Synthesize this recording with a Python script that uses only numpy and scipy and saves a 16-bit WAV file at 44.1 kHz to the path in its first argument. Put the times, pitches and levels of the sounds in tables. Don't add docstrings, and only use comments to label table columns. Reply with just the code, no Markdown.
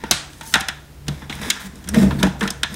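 import sys
import numpy as np
from scipy import signal
from scipy.fft import rfft, irfft, next_fast_len
from scipy.io import wavfile
from scipy.ndimage import uniform_filter1d, map_coordinates

SR = 44100
rng = np.random.default_rng(int(sys.argv[2]) if len(sys.argv) > 2 else 0)


def inscribe(sig):
    pcm = np.round(np.clip(np.atleast_2d(sig).T, -1, 1) * 32767)
    wavfile.write(sys.argv[1], SR, pcm.astype(np.int16))


def to_linear_factor(level_db):
    exponent = np.asarray(level_db, float) / 20
    return 10 ** exponent


N = 121275


def unit(x):
    return x / np.sqrt(np.mean(x ** 2) + 1e-20)


def along(points, hz):
    f, v = np.transpose(points)
    return np.interp(np.log(hz + 1), np.log(f + 1), v)


def curves(rows, outside=None):
    s, *cols = np.transpose(rows)
    return [np.interp(np.arange(N) / SR, s, c, outside, outside) for c in cols]


def wobble(rate):
    knots = rng.standard_normal(int(N * rate / SR) + 4)
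    return map_coordinates(knots, [np.arange(N) * rate / SR])


def filtered(x, response):
    m = next_fast_len(len(x) + SR // 2)
    return irfft(rfft(x, m) * response(np.fft.rfftfreq(m, 1 / SR)), m)[:len(x)]


def resonance(f, centre, width):
    return 1j * f * width / (centre ** 2 - f * f + 1j * f * width)


def resonances(table):
    def response(f):
        return sum((-1) ** k * to_linear_factor(db) * resonance(f, c, w) for k, (c, w, db) in enumerate(table))
    return response


def patchy(x, depth_db):
    z = signal.stft(x, nperseg=256)[2]
    field = uniform_filter1d(rng.standard_normal(z.shape), size=4, axis=0)
    field = uniform_filter1d(field, size=16, axis=1)
    return signal.istft(z * to_linear_factor(depth_db * unit(field)), nperseg=256)[1][:N]


# (frequency [Hz], decay time t60 [s])
ROOM_DECAY = [(150, 0.99), (1000, 0.54), (3000, 0.4), (8000, 0.4), (15000, 0.066)]


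def room(x, length):
    hz, t, z = signal.stft(rng.standard_normal(SR // 2), SR, nperseg=256)
    decay = to_linear_factor(-60 * t / along(ROOM_DECAY, hz)[:, None])
    tail = signal.istft(z * decay, SR, nperseg=256)[1]
    delayed = np.pad(x, (200, 0))
    return signal.fftconvolve(delayed, tail / np.linalg.norm(tail))[:length]


# (frequency [Hz], density [dB per Hz])
FLOOR_SPECTRUM = [(20, -21), (60, -0.5), (105, -5.5), (150, -15), (300, -14.5), (700, -23.5), (4000, -31),
                  (16000, -38)]


def floor():
    noise = filtered(rng.standard_normal(N), lambda f: to_linear_factor(along(FLOOR_SPECTRUM, f)))
    return to_linear_factor(-44.5) * unit(noise)


# (frequency [Hz], bandwidth [Hz], level [dB])
DESK_MODES = [(57, 45.6, -6), (71.7, 9.7, -2.5), (143.9, 7.1, 0), (188.2, 17.2, 2.5), (223.3, 37, 1),
              (302.3, 34.5, -1.5), (349, 46, -7), (469.6, 34, -8), (628, 63, -13)]
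# (time [s], level [dB])
DESK_LOAD = [(0.0, -50), (1.08, -43.5), (1.11, -26.5), (1.22, -39.5), (1.49, -36.5), (1.52, -53),
             (1.84, -40.5), (1.94, -25.5), (2.01, -24.5), (2.075, -18.5), (2.2, -27.5), (2.44, -37.5),
             (2.46, -34), (2.75, -44.5)]


def desk_boom():
    load_db, = curves(DESK_LOAD)
    tones = []
    for hz, spread in [(70.7, 0.04), (143.1, 0.03)]:
        tones.append(np.sin(2 * np.pi * np.cumsum(hz * (1 + spread * wobble(15))) / SR))
    sway, flex = tones
    low_modes = resonances(DESK_MODES[:2])
    rumble = unit(filtered(rng.standard_normal(N), lambda f: low_modes(f) * f ** 2 / (f ** 2 + 45 ** 2)))
    sway_gain = to_linear_factor(1.7 * wobble(25.5))
    flex_gain = to_linear_factor(-1.5 + 4.0 * wobble(12.09))
    return to_linear_factor(load_db - 2.0) * (to_linear_factor(-5.5) * rumble + sway_gain * sway + flex_gain * flex)


# (time [s], slip rate [Hz], level [dB])
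JUDDERS = [
    [(1.6, 167.6, -55), (1.62, 160.6, -61), (1.644, 188.5, -37.5), (1.664, 197, -35), (1.7, 192, -37)],
    [(1.86, 165, -33.5), (1.962, 232.2, -24.5), (1.978, 230, -10.5), (2.003, 230, -8.5), (2.012, 240, -20)],
    [(2.013, 190.5, -27), (2.019, 192, -16), (2.087, 197.4, -15), (2.093, 201, -31), (2.16, 195, -36)],
    [(2.17, 196, -40), (2.2, 200.3, -19.5), (2.222, 200.6, -28.5), (2.238, 195, -13.5), (2.262, 192, -15.5),
     (2.302, 187, -26), (2.34, 198, -41)],
    [(2.4, 201.9, -68), (2.43, 210.5, -14.5), (2.452, 199, -30), (2.458, 198, -25.5), (2.52, 189, -40)],
]


def judder():
    jerks = np.zeros(N)
    for rows in JUDDERS:
        slip_hz = curves(rows)[0]
        db = curves(rows, outside=-100)[1]
        phase = 2 * np.pi * np.cumsum(slip_hz * (1 + 0.02 * wobble(120))) / SR
        level = uniform_filter1d(to_linear_factor(db + 1.2 * wobble(87)), size=200)
        jerks += 1.26 * level * (np.sin(phase) + 0.11 * np.sin(2 * phase + 1))
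    return jerks


# (frequency [Hz], bandwidth [Hz], level [dB])
PLASTIC_MODES = [(686, 207, -3.5), (952, 344, 0), (1396, 185, 4), (1720, 510, 4), (2650, 1160, -3),
                 (3474, 640, -0.5), (3970, 280, -3), (5020, 670, -7.5), (6100, 2960, -5), (8750, 1540, -7),
                 (11200, 3300, -14.5), (13250, 2800, -50)]
# (frequency [Hz], density [dB per Hz])
SKIN_SPECTRUM = [(1500, -30), (3000, 0), (5500, 4), (9000, 6), (12000, 0.5), (16000, -1.5)]
# (start [s], end [s], skin on cable [dB], cable on plastic [dB], drag on desk [dB])
STROKES_OF_CABLE = [(0, 0.117, -73, -46, -43.5), (0.299, 0.422, -54, -55, -61),
                    (0.425, 0.46, -43.5, -46.5, -49), (0.462, 0.554, -40, -51, -52),
                    (1.064, 1.253, -56.5, -48.5, -44), (1.297, 1.415, -49, -40.5, -41),
                    (1.413, 1.494, -39, -35, -36), (1.517, 1.577, -54, -38.5, -52),
                    (1.593, 1.668, -42.5, -40.5, -54.5), (1.73, 1.886, -59, -55, -44.5),
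                    (1.936, 2.036, -37, -31, -22.5), (2.028, 2.066, -54, -41, -30),
                    (2.095, 2.186, -53, -60, -53), (2.186, 2.211, -41.5, -36, -29.5),
                    (2.223, 2.28, -43.5, -45, -32), (2.391, 2.488, -45.5, -46, -39.5),
                    (2.695, 2.8, -49, -43.5, -34.5)]


def slide():
    grip_s, let_go_s = 0.0045, 0.0071
    t = np.arange(N) / SR
    start, end, *dbs = np.transpose(STROKES_OF_CABLE)[:, :, None]
    shape = np.clip((t - start) / grip_s, 0, 1) * np.exp(-np.maximum(t - end, 0) / let_go_s)
    skin_gain, scrape_gain, drag_gain = [np.sum(to_linear_factor(db) * shape, axis=0) for db in dbs]
    rough = patchy(rng.standard_normal(N) * to_linear_factor(3.2 * wobble(1500)), 3)
    skin = unit(filtered(rough, lambda f: to_linear_factor(along(SKIN_SPECTRUM, f))))
    grains = rng.standard_normal(N) * to_linear_factor(3.3 * wobble(900))
    scrape = unit(filtered(grains, resonances(PLASTIC_MODES[1:8])))
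    lurches = rng.standard_normal(N) * to_linear_factor(6.0 * wobble(100))
    drag = unit(filtered(lurches, resonances(DESK_MODES[2:])))
    near = skin_gain * to_linear_factor(0.98 * wobble(39.2)) * skin
    near += scrape_gain * to_linear_factor(0.85 * wobble(30.27)) * scrape
    near += drag_gain * drag
    return near + to_linear_factor(-8.5) * room(near, N)


# (time [s], level [dB], pitch [Hz], decay time t60 [s])
PANEL_RINGS = [(0.038, -19, 904, 0.072), (0.038, -19, 463, 0.032), (0.111, -16.5, 730, 0.066),
               (0.111, -1.5, 6240, 0.028), (0.111, -25.5, 350, 0.097), (0.411, -32, 900, 0.35),
               (0.411, -30, 1456, .1), (0.476, -26, 10700, 0.038), (0.602, -23, 11000, 0.011),
               (0.553, -18, 900, 0.092), (0.685, -18, 5200, 0.042), (1.22, -32, 900, .05),
               (1.327, -23.5, 2170, .04), (1.501, -9.5, 6900, 0.034), (1.504, -12.5, 2180, 0.045),
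               (1.889, -24, 5670, 0.053), (1.888, -20.5, 9200, 0.036), (2.111, -18.5, 956, 0.035),
               (2.197, -27, 3640, 0.06), (2.208, -29, 960, 0.09), (2.228, -10.5, 1540, 0.05),
               (2.238, -17, 994, 0.14), (2.238, -16.5, 610, .08), (2.355, -30.5, 800, 0.06),
               (2.412, -19.5, 3250, 0.023), (2.427, -21.5, 1030, 0.051), (2.415, -22, 459, 0.28),
               (2.455, -23, 1356, 0.14), (2.477, -18.5, 3220, 0.066), (2.633, -10.5, 3270, 0.024),
               (0.544, -19, 1430, .3), (0.556, -24, 777, 0.4), (0.544, -20, 1856, 0.14),
               (1.082, -25.5, 148, 0.46), (1.083, -19.5, 4310, 0.028), (1.945, -24, 461, 0.16),
               (1.944, -22, 1630, 0.039), (1.945, -22, 3120, 0.037), (1.995, -31, 3920, .04),
               (2.262, -21.5, 291, 0.16), (2.265, -23.5, 148, 0.35), (2.27, -21.5, 836, 0.086),
               (2.504, -17.5, 5280, 0.037), (2.634, -17.5, 1718, 0.14), (2.72, -28, 205, .2),
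               (1.4, -26.5, 201, 0.18), (0.119, -26.5, 145.6, 0.28), (2.02, -15, 329, .15),
               (0.54, -4, 3750, 0.056)]


def panels():
    out, t = np.zeros(N + SR), np.arange(SR // 4) / SR
    for s, db, hz, t60 in PANEL_RINGS:
        apart = 0.5 + rng.random((3, 1))
        modes = hz * (1 + 0.0294 * np.array([[-1], [0], [1]]) * apart)
        tones = np.sum(to_linear_factor([[-5], [0], [-5]]) * np.sin(2 * np.pi * modes * t), axis=0)
        out[round(s * SR):][:len(t)] += to_linear_factor(db - 60 * t / t60) * tones / 2
    dull = filtered(out[:N], lambda f: 1 / (1 + (f / 2500) ** 2))
    return out[:N] + to_linear_factor(-16) * room(dull, N)


def hits(table, t60, gain_db, room_db, damped=1.13):
    rise_s, rattle_s = 0.00014, 0.0026
    out, push, t = np.zeros(N + SR), np.zeros(N), np.arange(4096) / SR
    f = np.fft.rfftfreq(len(t), 1 / SR)
    c, w, level = np.transpose(PLASTIC_MODES)[:, :, None]
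    decay = to_linear_factor(-60 * np.maximum(t - rattle_s, 0) / t60 * (c / 3000) ** 0.93)
    shape = (1 - np.exp(-t / rise_s)) * decay
    for s, db, thump_db, body_db, edge_db in table:
        tuned = c * (1 + 0.0043 * rng.normal())
        response = resonance(f, tuned, damped * w) ** 2
        spikes_db = 4 * uniform_filter1d(rng.standard_normal(len(t)), size=12) * np.sqrt(12)
        force = shape * to_linear_factor(spikes_db) * rng.standard_normal(shape.shape)
        modes = irfft(rfft(force) * response)
        tilt = [(900, (thump_db + body_db) / 2 + 13), (1670, body_db + 13), (3330, 0), (8300, edge_db + 9)]
        gains = to_linear_factor(level + along(tilt, c) + rng.normal(0, 1, c.shape)) * np.sqrt(w)
        ring = np.sum(gains * modes / np.linalg.norm(modes, axis=1, keepdims=True), axis=0)
        power = np.abs(response) ** 2
        colour = np.sqrt(np.sum(gains ** 2 * power / np.sum(power, axis=1, keepdims=True), axis=0))
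        click = np.roll(irfft(colour), shift=128)
        ring, click = [unit(m) * to_linear_factor(db + gain_db - 15) for m in (ring, click)]
        dull = filtered(click, lambda hz: 1 / (1 + 1j * hz / 7000))
        at = round(s * SR)
        out[at:][:len(t)] += ring
        out[at:][:SR // 2] += to_linear_factor(room_db) * room(dull, SR // 2)
        push[at + 40] = to_linear_factor(db + thump_db + 45.5)
    thump = filtered(push, resonances(DESK_MODES))
    return out[:N] + filtered(thump, lambda f: 1 / (1 + 1j * f / 900))


# (time [s], peak level [dB], desk thump [dB], hollow body [dB], bright edge [dB])
TAP_EVENTS = [(0.0374, -16, -7, -9.5, -17.5), (0.3321, -30.5, -17, -21, -16),
              (0.4101, -19.5, -16.5, -15.5, -11.5), (0.5251, -22.5, -15, -8, -1),
              (0.5537, -1.5, -17.5, -8.5, -16.5), (1.2199, -24.5, -7.5, -9, -36),
              (1.2955, -13, -12, -21, -30), (1.3246, -20, -32, -28, -31), (1.3518, -27, -12, -27, 5),
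              (1.4797, -29, 2, -6, -2), (1.5621, -17.5, -26, 11, -30), (1.7559, -32, -6, -24, -1),
              (1.8407, -28.5, -13, -19, -12), (1.8743, -22, -20, -9, -9), (2.1075, -13, -7, -12, -25),
              (2.1983, -22, -10, -1, 0), (2.25, -13.5, 1.5, -6, -18), (2.2669, -15.5, -3, -8, -15),
              (2.4085, -6.5, -16, -3, -12), (2.4269, -10.5, -7.5, -10, -16), (2.4358, -12.5, -16, -5, -12),
              (2.4533, -21, -0.5, -3, -18)]


def taps():
    return hits(TAP_EVENTS, 0.048, -8.5, -6.5)


# (time [s], peak level [dB], desk thump [dB], hollow body [dB], bright edge [dB])
WHIP_EVENTS = [
    (0.1103, 1, -21, -23, -9),
]


def whip():
    return hits(WHIP_EVENTS, 0.043, -5.5, -5.5, damped=2.9)


# (time [s], peak level [dB], desk thump [dB], hollow body [dB], bright edge [dB])
SLAP_EVENTS = [(0.5387, 2.5, -28.5, -12, -13), (0.607, -13, -14.5, -19, -10),
               (0.6846, -8, -24.5, -16, -16.5), (1.081, -14, -5.5, -23.5, -12.5),
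               (1.502, -2, -51, -22.5, -11), (1.8879, -15, -13, -7, 8.5), (1.9439, -12, -14, -3, -3),
               (2.2295, -3, -8, -19.5, -16), (2.476, -12.5, -15, -19, -18), (2.5038, -13.5, -13.5, -24, -3),
               (2.6317, -4, -24.5, -19.5, -19), (2.7414, -23, -20, -15, 1)]


def slaps():
    return hits(SLAP_EVENTS, 0.043, -5.5, -12)


def scene():
    contacts = taps() + whip() + slaps()
    return (floor() + desk_boom() + judder() + slide() + panels() + contacts)[None]


def top_cut(x):
    return signal.sosfilt(signal.butter(12, 16640, fs=SR, output="sos"), x)


def record(dry):
    overload = 0.92
    soft = dry[0] / (1 + np.abs(dry[0] / overload) ** 4) ** (1 / 4)
    mix = filtered(soft, lambda f: np.where(f < 15780, 1, to_linear_factor(-32)))
    return top_cut(mix[None])


dry = scene()
out = record(dry)
inscribe(out)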